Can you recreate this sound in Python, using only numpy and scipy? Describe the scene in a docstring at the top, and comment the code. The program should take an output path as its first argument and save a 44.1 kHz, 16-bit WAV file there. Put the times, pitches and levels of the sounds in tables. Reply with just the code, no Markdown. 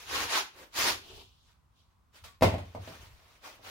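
"""Three strong scrapes as a foam insert is worked out of a cardboard box, then a faint hiss as it is carried
off. A hand brushes the foam with a tiny squeak, the insert thumps on the table with early reflections, and a
second piece is knocked and slid out. Rubs are coloured noise from dense random slips; knocks, crunches and
booms are short pulses and noise with decaying modes of box and table. A small room answers with tails of
decaying noise; steady low noise is its air."""
import sys
import numpy as np
from scipy import signal
from scipy.fft import rfft, irfft, next_fast_len
from scipy.io import wavfile
from scipy.ndimage import map_coordinates

SR = 44100
rng = np.random.default_rng(int(sys.argv[2]) if len(sys.argv) > 2 else 0)


def bounce(signal):
    """Save signal as a 16-bit WAV file at the path given by the first command-line argument."""
    frames = np.transpose(np.atleast_2d(signal))
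    limited = np.clip(frames, -1, 1)
    pcm = np.round(limited * 32767).astype(np.int16)
    wavfile.write(sys.argv[1], SR, pcm)


N = 163170  # length in samples

# friction
SLIPS_PER_S, TILT_FROM_HZ = 14000, 2200
FLUTTER_DB, FLUTTER_PER_S = 1.6, 50
PATCHES_PER_OCTAVE, FLUTTER_FROM_HZ = 4, 600
LID_ECHO, LID_DELAY_S, LID_SWAY_S = 0.21, 0.004, 0.0006  # echo gain, delay and random change of delay
SCRAPE_FALL_S, GLIDE_FALL_S, BRUSH_FALL_S, SLIDE_FALL_S = 0.068, 0.12, 0.09, 0.15  # time to fade by 20 dB
HISS_DB = 1
SQUEAK_HZ, SQUEAK_SAG_HZ_PER_S, SQUEAK_JITTER_HZ = 1170, 900, 32
FLEX_RISE_S, FLEX_HOLD_S, FLEX_FALL_S = 0.073, 0.014, 0.14
# impacts
CRUNCH_T60_S, CRUNCH_DB = 0.074, -9
CRACK_T60_S, CRACK_DB = 0.02, 4.5  # the first snap of the crunch
KNOCK_DB, RING_DB = 9.5, -26.5
BOOM_RISE_S, RING_RISE_S = 0.015, 0.0017
BOOM_LAG_S, BOX_LAG_S = 0.00037, 0.00065  # left-right lag: fixed for the table, random spread for the box
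# room and output
AIR_DB, RUB_ROOM_DB, IMPACT_ROOM_DB = -68, -8.5, 4.5
WALL_DELAY_S, TOP_HZ = 0.0016, 15800


def amp(db):
    """Decibels to gain."""
    return 10 ** (np.asarray(db) / 20)


def unit(x):
    """Scale to rms 1."""
    return x / np.sqrt(np.mean(x ** 2) + 1e-20)


def along(points, hz):
    """(Hz, value) points read on a log frequency axis."""
    f, v = np.transpose(points)
    return np.interp(np.log(hz + 1), np.log(f + 1), v)


def filtered(x, response):
    """x times a response of frequency."""
    n = x.shape[-1]
    m = next_fast_len(n + SR // 4)
    spectrum = rfft(x, m) * response(np.fft.rfftfreq(m, 1 / SR))
    return irfft(spectrum, m)[..., :n]


def spread(pair, alike):
    """Two unrelated signals become left and right of a given likeness."""
    turn = lambda hz: np.arccos(np.clip(along(alike, hz), -.99, .99)) / 2
    mid, side = filtered(pair, lambda hz: np.array([np.cos(turn(hz)), np.sin(turn(hz))]))
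    return np.array([mid + side, mid - side])


def coloured(pair, colour, alike):
    """Stereo sound with the given spectrum and a middle of rms 1."""
    x = spread(filtered(pair, lambda hz: amp(along(colour, hz))), alike)
    return x / x.mean(0).std()


def pulse(colour, size=4096):
    """A causal, minimum-phase pulse of energy 1 with the given spectrum."""
    cepstrum = irfft(along(colour, np.fft.rfftfreq(size, 1 / SR)) * np.log(10) / 20)
    cepstrum[1:size // 2] *= 2
    cepstrum[size // 2 + 1:] = 0
    p = irfft(np.exp(rfft(cepstrum)))
    return p / np.linalg.norm(p)


def add(track, s, x):
    """Mix x into the track at time s."""
    part = track[..., max(round(s * SR), 0):][..., :x.shape[-1]]
    part += x[..., :part.shape[-1]]


def wobble(rate):
    """A smooth random curve with rate knots a second."""
    return map_coordinates(rng.standard_normal(N // 20), [np.arange(N) * rate / SR], mode="wrap")


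def strokes(rows, fall_s, axis=3):
    """Gain of a row of swells: each rises to its peak, holds and dies away; axis picks the level column."""
    t = np.arange(N) / SR
    power = np.zeros(N)
    for row in rows:
        s, rise_s, hold_s = row[:3]
        rise_db = -20 * (np.maximum(s - t, 0) / rise_s) ** 2
        fall_db = -20 * np.maximum(t - s - hold_s, 0) / fall_s
        power += amp(row[axis] + rise_db + fall_db) ** 2
    return np.sqrt(power)


def flutter(x):
    """The contact patch keeps changing, so each part of the spectrum swells and sinks on its own."""
    hz, t, z = signal.stft(x, SR, nperseg=256)
    octave_steps = PATCHES_PER_OCTAVE * np.log2(1 + hz / FLUTTER_FROM_HZ)
    where = np.meshgrid(octave_steps, FLUTTER_PER_S * t, indexing="ij")
    field = map_coordinates(rng.standard_normal(z.shape[1:]), where, mode="wrap")
    return signal.istft(z * amp(FLUTTER_DB * field), SR, nperseg=256)[1][:, :N]


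def friction(colour):
    """Foam cells catch and let go: dense tiny slips of uneven size that flutter and are mirrored by the lid."""
    # likeness of left and right: (frequency [Hz], likeness [-1 to 1])
    rub_alike = [(100, 0.74), (300, .8), (640, 0.73), (1400, 0.11), (7000, -0.0098)]
    slips = (rng.random((2, N)) < SLIPS_PER_S / SR) * rng.standard_normal((2, N))
    # the path off the lid changes as the foam moves
    late = np.arange(N) - SR * (LID_DELAY_S + LID_SWAY_S * wobble(5))
    mirrored = np.array([map_coordinates(side, [late]) for side in slips])
    return coloured(flutter(slips + LID_ECHO * mirrored), colour, rub_alike)


def room(x):
    """A fresh stereo noise tail of the room, its decay time set by frequency."""
    # decay: (frequency [Hz], time to fall 60 dB [s])
    room_t60 = [(150, 0.44), (600, 0.24), (2500, 0.37), (12000, 0.24)]
    # likeness of left and right: (frequency [Hz], likeness [-1 to 1])
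    room_alike = [(290, 1), (640, -0.18), (1400, -0.19), (3500, -0.27), (12000, 0.22)]
    hz, t, z = signal.stft(rng.standard_normal((2, SR * 2 // 3)), SR, nperseg=256)
    decay = amp(-60 * t / along(room_t60, hz)[:, None])
    tail = spread(signal.istft(z * decay, SR, nperseg=256)[1], room_alike)
    # silent up to the wall delay, full at twice the delay
    tail = tail * np.clip(np.arange(tail.shape[1]) / SR / WALL_DELAY_S - 1, 0, 1)
    return signal.fftconvolve(np.atleast_2d(x), tail / np.linalg.norm(tail[0]), axes=1)[:, :N]


def room_air():
    """The quiet air of the room: steady noise, strongest in the bass."""
    # spectrum: (frequency [Hz], relative level [dB])
    air_colour = [(15, -34.5), (40, 1.5), (75, 2), (400, -23), (650, -23), (1080, -15), (1700, -27.5),
                  (12000, -40.5)]
    alike = [(80, 0.72), (500, 0.23), (2000, .15)]
    return amp(AIR_DB) * coloured(rng.standard_normal((2, N)), air_colour, alike)


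def scraping():
    """Insert on box wall: each scrape has its own brightness and drives the hollow body of the box."""
    # scrapes: (full speed at [s], rise [s], hold [s], edge level before tilt [dB],
    # hollow body level [dB], treble tilt [dB per octave])
    scrapes = [(0.0, 0.11, 0.033, -54.5, -63.5, 2), (0.165, 0.097, 0.072, -33.5, -45.5, -0.3),
               (0.361, 0.081, 0.025, -29, -53.5, -0.43), (0.603, 0.079, 0.034, -50.5, -56.5, -4.7),
               (0.801, 0.059, 0.1, -32, -44.5, 1.54), (0.878, 0.014, 0.0013, -41.5, -36, -6)]
    # spectra of edge and body: (frequency [Hz], relative level [dB])
    scrape_colour = [(120, -51), (200, -29.5), (290, -13), (600, -12.5), (920, -2.5), (1400, -4),
                     (3800, -6), (6800, -10.5), (7900, -21), (10000, -18), (15700, -23.5)]
    body_colour = [(120, -12.5), (280, -8.5), (390, -0.5), (600, -4.5), (1100, -21)]
    grain = friction(scrape_colour)
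    edge = np.zeros((2, N))
    for row in scrapes:
        tilted = filtered(grain, lambda hz: amp(row[-1] * np.log2(1 + hz / TILT_FROM_HZ)))
        edge += strokes([row], SCRAPE_FALL_S) * tilted
    return edge + strokes(scrapes, SCRAPE_FALL_S, axis=4) * friction(body_colour)


def flexing():
    """The handled box rumbles around its lowest resonance."""
    # flexes: (time [s], level [dB])
    flexes = [(0.121, -52), (0.24, -54.5), (0.81, -56), (0.943, -56.5), (1.163, -54), (2.253, -56),
              (3.029, -53.5), (3.14, -57.5)]
    colour = [(25, -11.5), (48, -3.0), (95, 5.5), (130, -8.5), (300, -39)]
    gain = strokes([(s, FLEX_RISE_S, FLEX_HOLD_S, db) for s, db in flexes], FLEX_FALL_S)
    return gain * coloured(rng.standard_normal((2, N)), colour, [(90, 0.81)])


def gliding():
    """Foam on foam: a band of hiss whose pitch follows sliding speed; firm contact adds a hollow tone."""
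    # glides: (full speed at [s], rise [s], hold [s], base level [dB])
    glides = [(1.1, 0.14, 0.11, -57.5), (1.33, 0.13, 0.15, -76), (1.8, 0.078, 0.0072, -74)]
    # speed curve: (time [s], relative sliding speed)
    glide_speed = [(1.122, 1.03), (1.299, 1.07), (1.48, 1.25), (1.8, 1.12)]
    # spectra of hiss (at speed 1) and hollow tone: (frequency [Hz], relative level [dB])
    hiss_colour = [(1700, -21), (2850, 0), (4800, -7.5), (8000, -19), (15700, -23)]
    glide_colour = [(270, -9), (400, 4.5), (510, -7), (800, -5.5), (1500, -15), (15700, -36.5)]
    travel = np.cumsum(np.interp(np.arange(N) / SR, *np.transpose(glide_speed)))
    # reading the noise faster raises its pitch
    hiss = np.array([map_coordinates(side, [travel], mode="wrap") for side in friction(hiss_colour)])
    gain = strokes(glides, GLIDE_FALL_S)
    firmness = gain / gain.max()
    return gain * (amp(HISS_DB) * hiss + firmness * friction(glide_colour))


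def brushing():
    """A hand brushes the foam: light strokes of friction noise."""
    # brushes: (full speed at [s], rise [s], hold [s], level [dB])
    brushes = [(1.495, 0.055, 0.02, -72), (1.91, 0.014, 0.0025, -81.5), (2.165, 0.038, 0.0069, -58),
               (2.243, 0.0061, 0.0084, -50.5)]
    # spectrum: (frequency [Hz], relative level [dB])
    brush_colour = [(300, -11.5), (1200, -3), (4200, -5), (8000, -13.5), (15700, -19.5)]
    return strokes(brushes, BRUSH_FALL_S) * friction(brush_colour)


def squeak():
    """Fingers stick and slip on the foam at an unsteady, falling pitch."""
    # squeaks: (full speed at [s], rise [s], hold [s], level [dB])
    squeaks = [(2.26, 0.017, 0.022, -62)]
    since = np.clip(np.arange(N) / SR - squeaks[0][0], -.5, .5)
    hz = SQUEAK_HZ - SQUEAK_SAG_HZ_PER_S * since + SQUEAK_JITTER_HZ * wobble(450)
    return strokes(squeaks, BRUSH_FALL_S) * unit(np.sin(2 * np.pi * np.cumsum(hz) / SR))


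def ring(modes, t, rise_s, lags_s):
    """Decaying modes that build up over rise_s; each reaches left and right a lag apart."""
    sides = np.array([[.5], [-.5]])
    tones = np.zeros((2, len(t)))
    for (hz, db, t60), lag in zip(modes, lags_s):
        tones += amp(db - 60 * t / t60) * np.sin(2 * np.pi * hz * (t + sides * lag))
    return (1 - np.exp(-t / rise_s)) ** 2 * tones


def impacts(left_db=1.0):
    """Knocks, foam crunches, box ring and table boom; the main thump has early reflections."""
    # impacts on box and table; the rows at 2.4307 and 2.434 s are early reflections of the main thump:
    # (time [s], relative knock level [dB], relative crunch level [dB], relative boom level [dB],
    # pitch above which the knock is dulled [Hz])
    impact_rows = [(2.41, -16, -38, -11.5, 403), (2.423, -3, -22.5, -54, 2026),
                   (2.4307, -8.5, -22.5, -48, 894), (2.434, -15, -37, -38, 339),
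                   (2.541, -19.5, -42.5, -35, 890), (2.582, -29.5, -43, -49, 1480),
                   (2.653, -48.5, -59.5, -68, 2000), (2.749, -25, -48, -30.5, 1200),
                   (2.876, -27, -50, -56, 600), (3.594, -45, -76, -50, 2010)]
    # modes of box and table: (frequency [Hz], relative level [dB], time to fall 60 dB [s])
    box_modes = [(179, -11, .45), (287, -6, .38), (418, -13, .4), (487, -9, .35), (528, -9, .38),
                 (612, -5, .34), (651, 6, .24), (752, -5, .26), (813, -4, .26), (861, -6, .24),
                 (957, -4, .22), (1023, -3, .15), (1200, -7, .2)]
    boom_modes = [(62.7, -20.5, 0.62), (85.95, -10, 0.59), (100.4, -3.5, 0.4), (118, -18, 0.39)]
    # spectra: (frequency [Hz], relative level [dB])
    knock_colour = [(50, -29), (150, -9.5), (400, -10.5), (650, -1.5), (1120, -12.5), (1550, -26.5),
                    (4000, -43.5)]
    crunch_colour = [(500, -2.5), (2100, -3), (3800, -9), (8000, -20.5), (15500, -26)]
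    out, t = np.zeros((2, N)), np.arange(SR) / SR
    lags = BOX_LAG_S * rng.standard_normal(len(box_modes))
    crunch_decay = amp(-60 * t / CRUNCH_T60_S) + amp(CRACK_DB - 60 * t / CRACK_T60_S)
    for s, knock_db, crunch_db, boom_db, soft_hz in impact_rows:
        cushion = signal.butter(2, min(soft_hz, SR / 4), fs=SR, output="sos")
        crunch = signal.fftconvolve(rng.standard_normal(SR) * crunch_decay, pulse(crunch_colour))[:SR]
        hit = amp(crunch_db + CRUNCH_DB) * crunch
        add(hit, 0, amp(knock_db + KNOCK_DB) * signal.sosfilt(cushion, pulse(knock_colour)))
        box = signal.sosfilt(cushion, ring(box_modes, t, RING_RISE_S, lags))
        box = amp(knock_db + RING_DB) * box
        boom = amp(boom_db) * ring(boom_modes, t, BOOM_RISE_S, [BOOM_LAG_S] * len(boom_modes))
        add(out, s, (hit + box) * amp([[left_db], [-left_db]]) + boom)
        add(out, s, amp(IMPACT_ROOM_DB) * room(hit))
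    return out


def sliding():
    """Strokes of friction noise as the second piece slides out."""
    # slides: (full level at [s], rise [s], hold [s], level [dB])
    swells = [(2.66, 0.06, 0.11, -64.5), (2.88, 0.11, 0.072, -53.5), (3.03, 0.034, 0.0082, -56),
              (3.27, 0.26, 0.084, -64.5), (3.46, 0.046, 0.017, -49.5), (3.678, 0.059, 0.038, -47.5)]
    # spectrum: (frequency [Hz], relative level [dB])
    slide_colour = [(150, -19), (420, -6), (950, -4), (3200, -7.5), (6300, -13.5), (8000, -20.5),
                    (15700, -21)]
    return strokes(swells, SLIDE_FALL_S) * friction(slide_colour)


def rubbing():
    """All the friction noise, the squeak and the room's answer to them."""
    contacts = scraping() + gliding() + brushing() + squeak() + sliding()
    return contacts + amp(RUB_ROOM_DB) * room(contacts.mean(0))


def scene():
    """Rubbing, flexing and impacts over the quiet air of the room."""
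    return room_air() + rubbing() + flexing() + impacts()


def record(dry):
    """Nothing at or above the band limit is kept."""
    return filtered(dry, lambda hz: hz < TOP_HZ)


dry = scene()
out = record(dry)
bounce(out)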